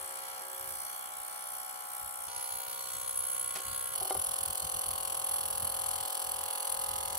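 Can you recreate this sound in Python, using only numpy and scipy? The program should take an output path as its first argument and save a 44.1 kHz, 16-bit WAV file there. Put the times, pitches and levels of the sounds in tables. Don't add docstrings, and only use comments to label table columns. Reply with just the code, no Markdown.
import sys
import numpy as np
from scipy import signal
from scipy.fft import rfft, irfft, next_fast_len
from scipy.io import wavfile
from scipy.ndimage import uniform_filter1d, map_coordinates

SR = 44100
rng = np.random.default_rng(int(sys.argv[2]) if len(sys.argv) > 2 else 0)


def int16_out(signal):
    q = np.round(np.clip(np.atleast_2d(signal).T, -1, 1) * 32767)
    wavfile.write(sys.argv[1], SR, q.astype(np.int16))


N = 316638


def gain_of(db):
    return 10 ** (np.asarray(db) / 20)


def evened(x):
    return x / np.sqrt(np.mean(x ** 2) + 1e-20)


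def read(points, hz):
    point_hz, value = np.transpose(points)
    return np.interp(np.log(hz + 1), np.log(point_hz + 1), value)


def drift(n, rate_hz, count):
    knots = rng.standard_normal((count, 200))
    place = np.broadcast_arrays(np.arange(count)[:, None], np.arange(n) * rate_hz / SR)
    return map_coordinates(knots, place, order=1)


# frequency in Hz, radians by which left leads.
LEAD_A = [(0, 0), (600, 4.5), (860, 7.5), (1460, 10.5), (3620, 26), (7490, 32.5), (8870, 24.5), (9220, 25),
          (9650, 28.5), (11100, 10.5), (12100, 20), (12600, 17), (13000, 18.5), (15700, 15)]
LEAD_B = [(0, -2.5), (600, -2.2), (860, -2), (2840, -1.1), (5600, -2), (7750, -12), (8870, -11), (9130, -4),
          (9990, -19), (10400, -21.5), (10700, -15.5), (11700, -21.5), (12100, -22), (15700, -13.5)]
LEAD_C = [(0, -8), (340, 1.07), (1030, 0.98), (1290, 1.45), (2240, 4.5), (2500, 3.5), (3270, -4),
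          (3620, -4), (4390, -5), (5770, -7), (7320, -10), (8440, -11), (12200, -17), (15700, -20)]
LEADS = [LEAD_A, LEAD_A, LEAD_B, LEAD_C]
# frequency in Hz, left over right in dB.
BALANCE_DB = [(60, 2.5), (110, -2), (200, 2.5), (380, -1.5), (700, 5), (1290, -1.5), (2380, 0.5),
              (4400, -6), (8120, 0.5), (15000, 0.0)]
# frequency in Hz, likeness 0-1.
PORT_LIKENESS = [(60, .5), (250, .6), (500, .7), (2000, .5), (4000, .55), (7000, .6), (10500, .85),
                 (11500, .7), (13000, .5)]


def lead_rad(k, hz):
    return np.interp(hz, *np.transpose(LEADS[k]))


def ports(pair, colour, k):
    n = pair.shape[1]
    size = next_fast_len(n)
    hz = np.fft.rfftfreq(size, 1 / SR)
    a, b = rfft(pair, size) * colour(hz)
    same = np.clip(read(PORT_LIKENESS, hz), 0, 1)
    tilt = gain_of(read(BALANCE_DB, hz) / 2)
    right = (same * a + np.sqrt(1 - same ** 2) * b) * np.exp(-1j * lead_rad(k, hz))
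    return evened(irfft(np.array([a * tilt, right / tilt]), size)[:, :n])


def partials(turns, multiple, level_db, pan_db, start_turns, lag_rad):
    phase = (2 * np.pi * ((multiple * turns + start_turns) % 1)).astype(np.float32)
    level = gain_of(level_db.astype(np.float32)) * np.sqrt(2 / np.cosh(pan_db * np.log(10) / 20))
    left = level * gain_of(pan_db / 2) * np.cos(phase)
    right = level / gain_of(pan_db / 2) * np.cos(phase - lag_rad.astype(np.float32))
    return np.array([left.sum(0), right.sum(0)])


def echoing_noise(n, period_hz, likeness):
    size = next_fast_len(n)
    hz = np.fft.rfftfreq(size, 1 / SR)
    kept = likeness * np.interp(hz, [10600, 11600], [1, .75])
    comb = np.sqrt(1 - kept ** 2) / (1 - kept * np.exp(-2j * np.pi * hz / period_hz))
    return evened(irfft(rfft(rng.standard_normal((2, size))) * comb, size)[:, :n])


def burst_db(phase, start, rise, hold, fall, depth_db):
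    u = (phase - start) % 1
    return depth_db * np.clip(np.minimum(u / rise, 1 - (u - rise - hold) / fall), 0, 1)


# start, rise, hold, fall in shares of the burst
# period, depth in dB.
BURST_A = [(.02, 0.32, 0.12, .36, 15.5), (.1, 0.35, .15, .3, 6), (.92, .36, 0.23, .42, 2)]
BURST_B = [(.03, 0.34, 0.29, 0.58, 24), (.03, 0.25, 0.14, 0.36, 17), (.05, .36, .1, .33, 6)]
BURST_C = [(0.18, 0.062, 0.2, 0.71, 29), (0.11, .16, 0.37, 0.72, 24.4), (0.19, 0.12, 0.22, 0.35, 8.64)]
BURSTS = [BURST_A, BURST_A, BURST_B, BURST_C]
# lift in dB, by stretch.
CRACK_DB = [3, -7, 1, 19]
CRACK_AT, CRACK_WIDTH = 0.557, 0.038
SPREAD_SHARE = [0.82, 0.53, 0.99]


def burst_levels(k, bursts, spread_db):
    number = (bursts - np.floor(bursts[0])).astype(int)
    chance = rng.standard_normal((3, 400))[:, number]
    shapes_db = [burst_db(bursts, *row) for row in BURSTS[k]]
    shapes_db[0] = shapes_db[0] + CRACK_DB[k] * np.exp(-((bursts % 1 - CRACK_AT) / CRACK_WIDTH) ** 2)
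    levels = []
    for j, shape_db in enumerate(shapes_db):
        mixed = 0.42 * chance[0] + 0.62 * chance[1 + j % 2]
        levels.append(evened(gain_of(shape_db + SPREAD_SHARE[j] * spread_db * mixed)))
    return levels


# frequency in Hz, density in dB per Hz before tank lift.
RATTLE_A = [(1180, -62), (2000, -8), (2340, -10.5), (2660, -31.5), (3360, -23.5), (4790, -19), (5650, -8),
            (6320, -14.5), (8260, -4.5), (8620, -2), (9900, 0.5), (12100, -4), (15800, -5)]
RATTLE_B = [(1180, -65), (2000, -17.5), (2500, -25.5), (2950, -22.5), (3990, -24), (4320, -19.5),
            (4960, -23), (7770, -11), (8400, -15), (9730, -6), (10800, 0), (12800, -4.5), (15800, -6)]
RATTLE_C = [(1180, -29.5), (2000, -19), (2460, -21.5), (2950, -16.5), (3990, -20.5), (4360, -21.5),
            (7190, -10), (7710, -7), (10600, 0.5), (11300, 6.5), (11900, 1), (14100, -1), (15800, -4.5)]
RATTLES = [RATTLE_A, RATTLE_A, RATTLE_B, RATTLE_C]
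# centre in Hz, width in Hz, lift in dB in the first two stretches,
# in the third, in the fourth.
TANK = [(2930, 500, 20.5, 5.5, 3), (3360, 340, 11.5, 7.8, 4.8), (4340, 370, 11.5, 6.7, 9.6),
        (5950, 150, 4, 4.1, 0.39), (7826, 216, 7.5, 5.3, 8.7), (8770, 650, 5.5, 11.4, 5.2),
        (9660, 240, 10, 1, 0.56), (10360, 680, 6.5, 8.4, 10.8), (10660, 310, 2.5, 1, 1),
        (11640, 300, 15.5, 7.2, 1.9), (12300, 190, 10.5, 1, 0.75), (14260, 330, 5.5, 1.6, 1.5),
        (14400, 430, 4, 2, 1.2)]


def wall(k, hz):
    lift_db = sum(row[1 + max(k, 1)] / (1 + (2 * (hz - row[0]) / row[1]) ** 2) for row in TANK)
    return gain_of(read(RATTLES[k], hz) + lift_db)


def treble_share(hz):
    return 1 / (1 + (5500 / (hz + 1)) ** 8)


def treble_rattle(k, shake, crack):
    return ports(shake * crack, lambda hz: wall(k, hz) * np.sqrt(treble_share(hz)), k)


# dB against the treble rattle, by stretch.
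HISS_DB = [-17, -13, -15, -11.5]
HISS_FROM_HZ = 11800


def hiss(k, n):
    def colour(hz):
        return wall(k, hz) / np.sqrt(1 + (HISS_FROM_HZ / (hz + 1)) ** 20)
    return gain_of(HISS_DB[k]) * ports(rng.standard_normal((2, n)), colour, k)


def middle_rattle(k, shake, thrum):
    return ports(shake * thrum, lambda hz: wall(k, hz) * np.sqrt(1 - treble_share(hz)), k)


RING_HZ = 10960
# resonance width in Hz, by stretch.
RING_WIDTH_HZ = [300, 300, 223, 390]


def wall_ring(k, shake, swell):
    return ports(shake * swell, lambda hz: 1 / (1 + 2j * (hz - RING_HZ) / RING_WIDTH_HZ[k]) ** 2, k)


# multiple of the drive, nominal level in dB,
# left over right in dB.
WHINE_A = [(360, -70, 0), (424, -61, 0), (462, -65, 0), (468, -63, 0), (500, -66, 0), (568, -65, 0)]
WHINE_B = [(138, -66, 0), (159, -69, 0), (208, -64, 3), (376, -68, -1), (422, -63, -1), (498, -58, 0),
           (522, -49, 0)]
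WHINE_C = [(73, -61, 1), (80, -66, -3), (104, -58, -6), (187, -62, 1), (204, -63, 1), (246, -59, 0),
           (261, -53, 0)]
WHINES = [WHINE_A, WHINE_A, WHINE_B, WHINE_C]


def whine(k, turns, drive_hz, swell, ring_db):
    n = len(turns)
    multiple, db, pan_db = np.transpose(WHINES[k])[:, :, None]
    hz = multiple * drive_hz
    start_turns = rng.random(multiple.shape) + 0.1 * drift(n, 14, count=len(multiple))
    db = db - .5 + 3 * drift(n, 11.6, count=len(multiple))
    db = db + (ring_db - ring_db.mean()) / (1 + ((hz - RING_HZ) / 900) ** 2)
    return swell * partials(turns, multiple, db, pan_db, start_turns, lead_rad(k, hz))


# multiple of the drive, level in dB rms at a quarter and
# at three quarters of the stretch, left over right in dB, lag of right in radians early, late.
HUM_A = [(18, -67, -77, -2, 1.0, 3.4), (23, -68, -67, -2, 0.9, 3.6), (26, -58, -58, 1, 0.8, 3.4),
         (30, -65, -67, 17, 1.3, 7.0), (33, -70, -70, 15, -1.3, 1.8), (36, -56, -55, 20, -2.1, 0.4),
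         (37, -70, -68, -2, 1.0, 0.3), (40, -56, -56, 1, 0.9, 0.2), (46, -59, -58, 7, 1.3, 3.1),
         (49, -64, -63, 4, 2.0, 1.2), (52, -58, -57, 4, 1.8, 1.5), (56, -56, -56, 0, 2.1, 2.1),
         (59, -69, -69, 1, 2.1, 2.2), (61, -65, -63, 18, -0.9, -0.6), (64, -60, -58, 20, -0.1, -0.0),
         (68, -56, -56, -1, -3.1, -2.2), (71, -68, -66, -5, -2.8, -1.3), (78, -64, -69, -12, -0.5, 3.9),
         (84, -66, -66, 11, 2.1, 3.2), (108, -66, -67, 17, 0.0, 0.5)]
HUM_B = [(23, -66, -67, -1, -1.2, .2), (26, -59, -59, 0, -1.3, -.8), (36, -55, -56, 12, .4, 2.7),
         (40, -56, -59, 2, 1.1, 2.8), (43, -70, -69, 5, -1.1, -2.3), (46, -54, -58, 11, -1.4, -2),
         (49, -62, -63, 4, -2.8, -2.4), (52, -56, -54, 5, 3.1, 5.2), (55, -61, -63, 5, -2.1, -.8),
         (58, -66, -69, 0, -1.2, -1.8), (64, -70, -68, -5, -1.8, -3.7), (66, -72, -62, 5, -1.1, -1),
         (68, -57, -57, -8, 2.2, 1.8), (71, -68, -67, -9, 2.7, 2.9), (78, -74, -62, -12, -.2, -1.9),
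         (96, -72, -66, -13, -2.8, -1.6), (110, -64, -65, 20, 1, -.5)]
HUM_C = [(9, -69, -66, -2, -0.6, 1.8), (10, -70, -68, -1, 0.9, 1.6), (11, -71, -69, 1, 0.4, 1.3),
         (12, -62, -60, 1, -0.0, 0.9), (13, -57, -55, -1, 0.2, 0.8), (14, -64, -63, 1, 0.9, 1.4),
         (15, -63, -63, 3, 0.8, 1.3), (16, -62, -63, 6, 1.3, 1.0), (17, -64, -66, 5, 1.8, 1.7),
         (18, -53, -52, 5, 1.5, 1.1), (19, -59, -58, 4, 0.9, 0.6), (20, -54, -49, -1, 1.3, 1.4),
         (22, -69, -66, 0, 1.9, 2.0), (23, -56, -53, 9, 2.4, 1.5), (24, -58, -56, 2, 2.6, 2.3),
         (25, -55, -53, 10, 2.4, 2.3), (26, -54, -57, 8, 2.0, 0.7), (27, -59, -61, 7, 2.5, 1.3),
         (28, -63, -64, 8, 2.9, 2.3), (29, -65, -62, 1, -0.2, -0.1), (30, -64, -59, -5, -0.3, 0.9),
         (31, -71, -66, -6, -2.2, -4.8), (32, -63, -68, 3, -2.4, -0.7), (33, -63, -72, 2, -2.9, -1.2),
         (34, -61, -64, 1, -2.0, -5.1), (35, -65, -62, 0, 2.2, 3.2), (36, -67, -67, 4, -0.2, -1.1),
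         (39, -68, -66, -7, -3.1, -4.4), (40, -67, -65, 5, 2.5, 0.9), (41, -72, -67, -5, -0.5, 1.0),
         (43, -73, -70, 2, 1.9, 2.8), (48, -67, -66, -2, -2.8, -3.2), (49, -72, -70, -4, 3.1, 5.1),
         (51, -67, -66, 0, 2.7, 3.4), (53, -70, -70, 2, -3.0, -2.2)]
HUMS = [HUM_A, HUM_A, HUM_B, HUM_C]
TURN_SHARE = [8, 0.11, 0.14, 0.48]


def hum(k, turns, drive_hz):
    n = len(turns)
    multiple, early_db, late_db, pan_db, early_lag, late_lag = np.transpose(HUMS[k])[:, :, None]
    along = np.linspace(0, 1, n)
    db = early_db + (late_db - early_db) * np.clip(2 * along - .5, -.3, 1.3)
    db = db + 1.2 * drift(n, 5, count=len(multiple))
    lag_rad = early_lag + (late_lag - early_lag) * np.clip((along - .14) / TURN_SHARE[k], 0, 1)
    early_turns = np.clip((multiple * drive_hz - 700) / 2000, 0, .22)
    start_turns = np.cumsum(early_turns * np.diff(multiple, prepend=0, axis=0), axis=0)
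    start_turns = start_turns + 0.24 * rng.standard_normal(multiple.shape)
    return partials(turns, multiple, db, pan_db, start_turns, lag_rad)


# frequency in Hz, density in dB per Hz.
WASH = [(25, -16), (60, -15), (150, -10.5), (290, -9.5), (420, -2.5), (800, 0), (1300, 2.5), (1900, -8),
        (2600, -11.5), (4000, -16.5)]


def low_wash(k, thrum):
    noise = rng.standard_normal((2, len(thrum)))
    return ports(noise * thrum, lambda hz: gain_of(read(WASH, hz)), k)


# start in s, drive in Hz, time of one mid burst period in s, comb feedback 0-1,
# nominal burst-to-burst spread in dB.
STRETCHES = [(0, 20.913, .2069, .85, 1), (.413, 20.913, .9969, .85, 1), (2.28, 20.967, 3.0013, .85, 1.3),
             (3.947, 41.953, 4.245, .88, .9)]
BURSTS_PER_TURN = [3, 3, 3, 1]
# time in s, treble rattle in dB, wall ring in dB.
TREBLE = [
    [(.1, -44.5, -56), (.31, -44, -58)],
    [(.5, -44, -72), (.75, -41, -75), (1.11, -44, -85), (1.42, -43.5, -62), (1.58, -42.5, -63),
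     (1.76, -46, -66), (2.1, -42, -72)],
    [(2.3, -50, -51), (2.4, -44.5, -41.5), (2.57, -38, -42), (2.61, -41.5, -49), (3.05, -43, -49),
     (3.09, -43, -36), (3.13, -42, -46), (3.17, -41, -36), (3.59, -43, -36.5), (3.63, -41, -40.5)],
    [(4.03, -40, -38), (4.18, -40, -39.5), (4.64, -39.5, -42), (4.87, -39, -34.5), (5.1, -41.5, -37.5),
     (5.5, -40.5, -35.5), (6.03, -41.5, -40), (6.18, -39.5, -42), (6.9, -41, -37.5), (7.1, -42.5, -44)],
]
# middle rattle in dB at start, at end, low wash in dB
BODY = [(-51, -51.5, -52.5, -51.5), (-53.5, -54, -53, -54.5), (-49, -48.5, -51, -50.5),
        (-45.5, -44, -53, -52.5)]


def buzz(k, t):
    _, drive_hz, peak_s, likeness, spread_db = STRETCHES[k]
    n = len(t)
    level_s, *columns = np.transpose(TREBLE[k])
    treble_db, ring_db = (np.interp(t, level_s, c) for c in columns)
    body_db = np.linspace(BODY[k][::2], BODY[k][1::2], n).T
    middle_db, wash_db = body_db + 0.25 * drift(n, 6.24, count=2)
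    turns = (t - peak_s) * drive_hz
    crack, swell, thrum = burst_levels(k, turns * BURSTS_PER_TURN[k] + .5, spread_db)
    repeating = echoing_noise(n, drive_hz * BURSTS_PER_TURN[k], likeness)
    shake = 0.73 * repeating + 0.67 * rng.standard_normal((2, n))
    out = gain_of(treble_db) * (treble_rattle(k, shake, crack) + hiss(k, n))
    out += gain_of(middle_db) * middle_rattle(k, shake, thrum)
    out += gain_of(ring_db) * wall_ring(k, shake, swell)
    out += whine(k, turns, drive_hz, swell, ring_db)
    out += hum(k, turns, drive_hz)
    return out + gain_of(wash_db) * low_wash(k, thrum)


# time in s, depth in dB.
DRIFT_DB = [(0, 2.4), (3.9, 2.3), (4.0, 1.37)]
DRIFT_HZ, DRIFT_S, DRIFT_FROM_HZ = 350, .3, 2380
DRIFT_APART = .45


def moving_hands(x):
    hz, t, z = signal.stft(x, SR, nperseg=512)
    patches = rng.standard_normal(z.shape)
    for _ in range(2):
        patches = uniform_filter1d(patches, max(round(DRIFT_HZ / hz[1]), 1), 1)
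        patches = uniform_filter1d(patches, max(round(DRIFT_S / t[1] / 2), 1), 2)
    patches = patches[0] + DRIFT_APART * patches[1] * np.array([1, -1])[:, None, None]
    depth_db = np.interp(t, *np.transpose(DRIFT_DB))
    gain = gain_of(depth_db * evened(patches) * np.clip(hz / DRIFT_FROM_HZ - 1, 0, 1)[:, None])
    gain = gain / np.sqrt((gain ** 2).mean((0, 2), keepdims=True))
    return signal.istft(z * gain, SR, nperseg=512)[1][:, :N]


# frequency in Hz, relative level in dB.
THROB_PARTIALS = [(41.95, -1.5), (83.9, 5.5), (125.9, -5), (167.8, -5), (209.8, -7), (251.7, -8.5)]
# start in s, hold in s, nominal level in dB (raised when the ports
THROBS = [(0, .03, -66, 0.5), (.34, 0.022, -75, 0), (0.615, 0.13, -63.5, 0.5), (0.772, .08, -68, 2.5),
          (1.198, 0.012, -66, 4.5), (1.55, 0.063, -73, 4), (2.031, 0.034, -61, 5), (2.203, .01, -68, 4.5),
          (2.276, .025, -64, 5), (2.372, 0.012, -60, 2.6), (2.527, 0.046, -61, 4.5), (2.673, .02, -61, 3.5),
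          (2.752, .17, -70, 3.9), (2.947, 0.045, -59.5, 3.9), (3.027, 0.43, -63, 3.9),
          (3.17, .025, -67, 5.5), (3.455, .08, -66, 4.5), (3.664, 0.063, -54, 0.5),
          (3.78, 0.16, -62.5, 3.9), (4.0, .03, -56.5, -1.5), (4.17, .015, -48.5, 0),
          (4.29, .025, -58, -0.5), (4.415, .01, -54, 0), (4.493, 0.0093, -48.5, 0), (4.644, .01, -47.5, 0),
          (4.754, 0.015, -52, 0), (4.878, 0.065, -53.5, 0), (5.015, 0.0085, -56, 0),
          (5.08, 0.34, -62, -0.5), (5.453, .13, -57, -1), (5.621, 0.037, -48.5, 0.5),
          (5.707, 0.32, -59.5, 0), (6.26, 0.2, -62, 0), (6.71, 0.22, -62, -0.5), (6.905, .3, -57, 0)]
THROB_RISE_DB_PER_S, THROB_FALL_DB_PER_S, THROB_FLOOR_DB = 550, 380, -89.5


def throb():
    t = np.arange(N) / SR
    lines = sum(gain_of(db) * np.sin(2 * np.pi * (hz * t + rng.random())) for hz, db in THROB_PARTIALS)
    band = signal.butter(3, [33, 140], "bandpass", fs=SR, output="sos")
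    rumble = signal.sosfilt(band, rng.standard_normal(N))
    low = signal.hilbert(0.76 * evened(lines) + 0.54 * evened(rumble), next_fast_len(N))[:N]
    step = t[::64]
    start, hold, db, lead = np.transpose(THROBS)[:, :, None]
    rise_db = THROB_RISE_DB_PER_S * np.maximum(start - step, 0)
    fall_db = THROB_FALL_DB_PER_S * np.maximum(step - start - hold, 0)
    level = gain_of(db - rise_db - fall_db) / np.sqrt(0.3 + 0.7 * np.cos(lead / 2) ** 2)
    floor = gain_of(THROB_FLOOR_DB)
    left = np.interp(t, step, floor + level.sum(0))
    right = np.interp(t, step, floor + (level * np.exp(-1j * lead)).sum(0))
    return np.array([(low * left).real, (low * right).real])


# centre in s, peak level in dB rms, length in s.
SCUFFS = [(3.562, -37.5, 0.01), (3.595, -46.5, 0.014), (4.108, -41, 0.0036)]


def scuffs():
    band = signal.butter(1, [150, 5000], "bandpass", fs=SR, output="sos")
    grit = signal.sosfilt(band, rng.standard_normal((2, N)))
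    grit = evened(grit + 0.24 * grit[::-1])
    t = np.arange(N) / SR
    return grit * sum(gain_of(db) * np.exp(-((t - s) / length_s) ** 2) for s, db, length_s in SCUFFS)


# start in s, peak in dB midway between the ports.
KNOCKS = [(3.566, -40), (3.596, -42), (4.014, -33), (4.054, -36.5), (4.107, -23.5), (4.15, -28.5)]
# frequency in Hz, relative level in dB for a -25 dB knock, 60 dB decay in s.
DESK = [(386, -3, 0.13), (544, 1.5, 0.057), (670, 10, 0.023), (760, 7.5, 0.059), (1187, -7.5, 0.12),
        (1400, -6, 0.058), (2106, -8, 0.038), (3000, -13, 0.025), (3800, -15, 0.069)]


def knocks():
    out, t = np.zeros((2, N)), np.arange(6000) / SR
    for s, db in KNOCKS:
        ring = np.zeros(len(t))
        for hz, mode_db, t60_s in DESK:
            level_db = mode_db + .4 * (db + 25.0) * hz / 1000 - 60 * t / t60_s
            ring += gain_of(level_db) * np.sin(2 * np.pi * hz * t)
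        ring *= np.minimum(t / 0.002, 1)
        at = round(s * SR)
        port_db = db + np.array([[1.8], [-1.8]])
        out[:, at:at + len(t)] += gain_of(port_db) * ring / abs(ring).max()
    return out


def scene():
    edges = [round(row[0] * SR) for row in STRETCHES] + [N]
    parts = [buzz(k, np.arange(edges[k], edges[k + 1]) / SR) for k in range(len(STRETCHES))]
    return moving_hands(np.concatenate(parts, axis=1)) + throb() + scuffs() + knocks()


EDGE_HZ = 15790


def record(dry):
    lowpass = signal.firwin(1023, EDGE_HZ, window=("kaiser", 9), fs=SR)
    return signal.oaconvolve(dry, lowpass[None], "same")


dry = scene()
out = record(dry)
int16_out(out)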